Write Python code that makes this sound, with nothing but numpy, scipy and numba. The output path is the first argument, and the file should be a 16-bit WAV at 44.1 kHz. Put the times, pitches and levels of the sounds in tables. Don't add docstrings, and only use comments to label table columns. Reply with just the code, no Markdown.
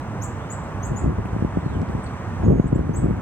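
import sys
import numpy as np
from scipy import signal
from scipy.fft import rfft, irfft
from scipy.io import wavfile
from scipy.ndimage import uniform_filter1d
from numba import njit

SR = 44100
rng = np.random.default_rng(int(sys.argv[2]) if len(sys.argv) > 2 else 0)


def persist_wave(psi):
    counts = np.round(np.clip(psi, -1, 1) * 32767).astype(np.int16)
    wavfile.write(sys.argv[1], SR, np.atleast_2d(counts).T)


N = 141561
T = np.arange(N) / SR
F = np.maximum(np.arange(N // 2 + 1) * SR / N, 1)


def undb(db):
    return 10 ** (np.asarray(db) / 20)


def level(x, db):
    return x * undb(db) / np.sqrt(np.mean(x ** 2))


def over_hz(table, order=1):
    table = np.array(table)
    return np.interp(np.log(F), np.log(np.maximum(table[:, 0], 1)), table[:, order])


def pan(x, db):
    return x * undb(np.array([[db / 2], [-db / 2]]))


def walk(rate):
    hold = int(SR / rate)
    steps = np.repeat(rng.standard_normal(N // hold + 1), hold)
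    x = uniform_filter1d(uniform_filter1d(steps, hold), hold)[:N]
    return x / x.std()


def road():
    # f/Hz, level/dB per Hz
    wash = [(18, -57.5), (30, -23), (64, -4.5), (104, 2.5), (167, -3), (260, -7.5), (360, -13), (680, -14),
            (1000, -12.5), (1860, -23), (3000, -35), (4000, -42), (5000, -45), (6000, -41), (8300, -46.5),
            (9500, -54), (12000, -58.5), (15500, -63)]
    # f/Hz, likeness (0 to 1)
    likeness = [(50, .9995), (120, .997), (250, .97), (500, .84), (1000, .9), (2000, .7), (4500, .7),
                (8500, .55), (13000, .35)]
    # f/Hz, left over right level/dB
    balance = [(100, -6), (310, 4.5), (540, -2), (940, -0.5), (2830, -2), (4900, 1), (8500, 0.5)]
    road_db, left_lead_s = -29, 0.00009
    flicker_db, flicker_per_s = 0.42, 3.98
    alike = np.clip(over_hz(likeness), 0, 1)
    shared, own_left, own_right = rfft(rng.standard_normal((3, N)))
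    common = np.sqrt(alike) * shared
    apart = np.sqrt(1 - alike)
    tilt = undb(over_hz(balance) / 2)
    left = (common * np.exp(2j * np.pi * F * left_lead_s) + apart * own_left) * tilt
    right = (common + apart * own_right) / tilt
    spec = np.array([left, right]) * undb(over_hz(wash))
    out = 0
    for octave in range(10):
        band = np.cos(np.pi / 2 * np.clip(np.log2(F / 32) - octave, -1, 1)) ** 2
        out = out + irfft(spec * band, N) * undb(flicker_db * walk(flicker_per_s))
    return level(out, road_db)


def through_air(x):
    left_lead_s, dull_hz = 0.00014, 13600
    lead = np.exp(2j * np.pi * F * left_lead_s * np.array([[1], [0]]))
    return irfft(rfft(x) * lead / np.sqrt(1 + (F / dull_hz) ** 20), N)


def leaf_scatter(wet_db, t60_s):
    early_t60_s, early_db = 0.11, 1
    late_t60_s, late_db = 0.68, -20.5
    t = T[:SR // 2]
    early = undb(early_db - 60 * t / early_t60_s)
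    late = undb(late_db - 60 * t / late_t60_s)
    noise = rng.standard_normal((3, len(t)))
    tail = (noise[:2] + 0.5 * noise[2]) * (early + undb(-60 * t / t60_s) + late)
    tail = tail * undb(wet_db) / np.sqrt(np.sum(tail ** 2, axis=1, keepdims=True))
    tail[:, 0] = 1
    return tail


def birds(calls, attack_share, t60_s):
    release_s, flutter_db, flutter_per_s = 0.0034, 3.5, 250
    overtone_fade_db = -8
    out = np.zeros((2, N + 2 * SR))
    flutter = undb(flutter_db * walk(flutter_per_s))
    for start, length, first, middle, last, db, swell_db, over_db, wet_db, pan_db in calls:
        i = int(max(start, 0) * SR)
        u = T[:int(length * SR)] / length
        hz = first + (4 * middle - 3 * first - last) * u + 2 * (first + last - 2 * middle) * u ** 2
        phase = 2 * np.pi * np.cumsum(hz) / SR
        attack = np.minimum(u / attack_share, 1)
        release = np.minimum((1 - u) * length / release_s, 1)
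        loudness = np.sqrt(2) * undb(db + swell_db * (u + 0.5))
        overtone = undb(over_db + overtone_fade_db * u) * np.sin(2 * phase)
        note = loudness * attack * release * flutter[i:i + len(u)] * (np.sin(phase) + overtone)
        heard = signal.fftconvolve(pan(note, pan_db), leaf_scatter(wet_db, t60_s), axes=1)
        out[:, i:i + heard.shape[1]] += heard
    return through_air(out[:, :N])


def far_birds():
    # start t/s, length t/s, first f/Hz, middle f/Hz, last f/Hz, level/dB before swell,
    # swell over the note/dB, overtone at the start/dB, leaf scatter over direct/dB, left over right/dB
    far_calls = [(.0, .012, 4300, 3950, 3600, -68, 0, -40, 8, 0),
                 (.37, .03, 2700, 2900, 3050, -62, 0, -40, 2, 0),
                 (.4, .05, 3100, 3550, 3450, -67, 0, -40, 4, 0),
                 (.455, .03, 3200, 3000, 2900, -59, 0, -40, 0, 0),
                 (1.58, .055, 3200, 3700, 4250, -64, -4, -40, 0, 0),
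                 (1.635, .125, 4300, 3850, 2900, -63, 4, -40, 0, 0),
                 (2.027, .02, 10600, 8600, 7850, -65, 14, -40, 0, 0),
                 (2.062, .017, 4700, 3950, 3350, -58, 6, -40, -6, 0),
                 (2.425, .235, 6750, 6630, 6600, -65, 2, -40, -6, 0)]
    return birds(far_calls, attack_share=0.1, t60_s=0.21)


def near_birds():
    # start t/s, length t/s, first f/Hz, middle f/Hz, last f/Hz, level/dB before swell,
    # swell over the note/dB, overtone at the start/dB, leaf scatter over direct/dB, left over right/dB
    near_chirps = [(.209, 0.035, 5100, 6920, 8200, -51, 3, -9.5, 10.5, 2),
                   (.492, 0.037, 6200, 7230, 8080, -53.5, 5, -15, 9, 2.5),
                   (.62, 0.02, 7000, 7400, 8200, -70, 0, -30, 11, 4),
                   (.819, 0.047, 5700, 7100, 8370, -56, 3, -15, 11.5, 2),
                   (.956, .042, 6330, 7280, 8300, -56.5, 0.5, -22, 12.5, 3.5),
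                   (2.654, 0.032, 6150, 7300, 8330, -57.5, 6.5, -24, -5, 1),
                   (2.744, 0.026, 7200, 7540, 8450, -45, -2, -32, -5, 4),
                   (2.932, .043, 5770, 7050, 8220, -53, 6.5, -12, 5, 3.5)]
    return birds(near_chirps, attack_share=0.3, t60_s=0.27)


def insects():
    # centre f/Hz, width f/Hz, level/dB before fades, middle of fade-in t/s, middle of fade-out t/s
    bands = [(8750, 25, -75.5, 0.5, .6), (8210, 290, -69, -0.7, 3.2), (8000, 150, -69, 1.5, 2.25)]
    fade_s = 0.2
    out = 0
    for hz, width, db, start, end in bands:
        noise = rfft(rng.standard_normal((2, N)))
        band = irfft(noise * np.exp(-((F - hz) / width) ** 2), N)
        fade = np.clip(np.minimum(T - start, end - T) / fade_s + 0.5, 0, 1)
        out = out + level(band, db) * fade
    return out


def gusts():
    # t/s, level/dB
    strengths = [(0.4, -36.5), (0.89, -29.5), (0.91, -16.5), (1.01, -31), (1.05, -13.5), (1.16, -23),
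                 (1.19, -15.5), (1.28, -30.5), (1.36, -19.5), (1.38, -31.5), (1.45, -15.5), (1.51, -31),
                 (1.58, -19), (1.61, -29), (1.83, -15.5), (1.85, -29.5), (1.99, -20.5), (2.02, -48.5),
                 (2.07, -21), (2.11, -56), (2.17, -39.5), (2.39, -28), (2.42, -16), (2.51, -3.5),
                 (2.58, -14.5), (2.61, -16), (2.63, -41), (2.66, -14.5), (2.7, -26), (2.72, -15.5),
                 (2.76, -13.5), (2.86, -19.5), (2.89, -18.5), (3.0, -17), (3.04, -13), (3.2, -21.5)]
    # f/Hz, level/dB per Hz
    rumble = [(15, -42.5), (25, -32), (55, -0.5), (220, -10), (350, -14.5), (389, -17.5), (458, -20),
              (557, -25), (900, -35.5), (1170, -64), (1980, -120)]
    eddies_per_s, eddy_spread_db, trim_db = 500, 2, -4
    calm_db = -34.5
    edge_hz, edge_per_db = 280, 0.36
    strengths = np.array(strengths)
    db = np.interp(T, strengths[:, 0], strengths[:, 1])
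    draw = rng.random((3, N))
    struck = draw[0] < eddies_per_s / SR
    size = undb(-eddy_spread_db * np.log(draw[2] + 1e-9))
    eddies = struck * np.sign(draw[1] - 0.5) * size
    spec = rfft(eddies) * undb(over_hz(rumble))
    low_share = 1 / (1 + (F / edge_hz) ** 4)
    low = irfft(spec * low_share, N)
    high = irfft(spec * (1 - low_share), N)
    scale = np.sqrt(np.mean((low + high) ** 2))
    strength = np.sqrt(np.maximum(undb(db) ** 2 - undb(calm_db) ** 2, 0))
    brightness = undb(edge_per_db * (db - strengths[:, 1].max()))
    return strength * undb(trim_db) * (low + high * brightness) / scale


def thumps():
    # t/s, nominal level/dB, f/Hz at the turn from suck to swing
    strong_eddies = [(0.913, -19, 220), (1.038, -21, 220), (1.094, -18.5, 220), (1.181, -20, 220),
                     (1.252, -21.5, 220), (1.36, -15.5, 220), (1.42, -12, 220), (1.444, -12, 220),
                     (1.568, -10, 220), (1.658, -16.5, 220), (1.751, -22.5, 204), (1.814, -18, 220),
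                     (1.893, -20.5, 220), (1.946, -19.5, 220), (2.43, -27, 220), (2.461, -13, 219),
                     (2.479, -13, 218), (2.517, -8, 220), (2.594, -2.5, 220), (2.639, -13, 220),
                     (2.654, -16, 218), (2.724, -6.5, 220), (2.756, -7, 220), (2.789, -10, 220),
                     (2.89, -11, 220), (3.039, -12, 220), (3.057, -12.5, 228), (3.105, -12.5, 220)]
    rise_s, slowing, damping = 0.005, 0.75, 0.16
    out = np.zeros(N)
    for s, db, hz in strong_eddies:
        u = (T - s - rise_s) * 2 * np.pi * hz
        after = np.maximum(u, 0)
        suck = 2.01 * u * np.exp(-u ** 2 / 2)
        swing = 1.46 * np.sin(((1 + after) ** slowing - 1) / slowing) * np.exp(-damping * after)
        out += undb(db) * np.where(u < 0, suck, swing)
    return out


def wind():
    # f/Hz, level/dB, lag/rad
    left_against_right = [(30, 0, 0), (45, .7, .08), (86, 1.7, .2), (130, 3, .3), (172, 4, .8),
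                          (215, 3, 1.2), (260, 1.5, 1.5), (345, -3, 1.7), (430, -6.5, 1.9), (650, -10, 2.)]
    fade_s = 0.02
    push = (gusts() + thumps()) * np.minimum((T[-1] - T) / fade_s, 1)
    spec = rfft(push)
    left = undb(over_hz(left_against_right)) * np.exp(-1j * over_hz(left_against_right, order=2))
    middle = np.abs(1 + left) / 2
    return np.array([irfft(spec * left / middle, N), irfft(spec / middle, N)])


def ticks():
    # centre t/s, peak level/dB, centre f/Hz, width f/Hz, left over right level/dB
    twigs = [(.8695, -36.5, 12000, 8000, 13), (.961, -52, 10500, 2500, 0), (.967, -46, 10500, 2500, 7),
             (.977, -41, 10000, 4000, 0), (1.257, -43, 10000, 3000, -3), (1.258, -29.5, 2200, 1500, 0),
             (1.273, -42, 11000, 8000, 0), (1.817, -34.5, 5000, 5000, -5), (1.889, -42, 4500, 2000, 0),
             (1.914, -48, 11000, 5000, -3), (1.94, -49, 10000, 5000, -7), (2.517, -40, 10000, 6000, 2.5),
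             (2.762, -44, 10500, 4000, 9), (3.169, -50, 11000, 5000, 4)]
    out, t = np.zeros((2, N)), T[:128] - T[64]
    for s, db, hz, width, pan_db in twigs:
        i = int(s * SR) - len(t) // 2
        burst = np.exp(-(2 * width * t) ** 2) * np.cos(2 * np.pi * hz * t)
        out[:, i:i + len(t)] += pan(undb(db) * burst, pan_db)
    return out


def scene():
    return road() + far_birds() + near_birds() + insects() + wind() + ticks()


@njit
def follow(x, up, down):
    y, e = np.empty(len(x)), x[0]
    for i in range(len(x)):
        e += (x[i] - e) * (up if x[i] > e else down)
        y[i] = e
    return y


def electronics():
    whine_hz, beat_hz, whine_db = 15734, 13.5, -81
    partner_db, partner_phase = -7, 0.92
    main = np.sin(2 * np.pi * whine_hz * T)
    partner = np.sin(2 * np.pi * (whine_hz + beat_hz) * T + partner_phase)
    return undb(whine_db) * (main + undb(partner_db) * partner)


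def record(dry):
    top_db, ratio, attack_s, release_s = -21, 1.45, 0.018, 0.3
    top_hz = 15850
    env = follow(np.abs(dry).mean(axis=0), 1 / (attack_s * SR), 1 / (release_s * SR))
    gain = np.minimum(undb(top_db) / (env + 1e-9), 1) ** (1 - 1 / ratio)
    low_pass = signal.ellip(10, 0.2, 80, top_hz, fs=SR, output="sos")
    return signal.sosfilt(low_pass, dry * gain + electronics())


dry = scene()
out = record(dry)
persist_wave(out)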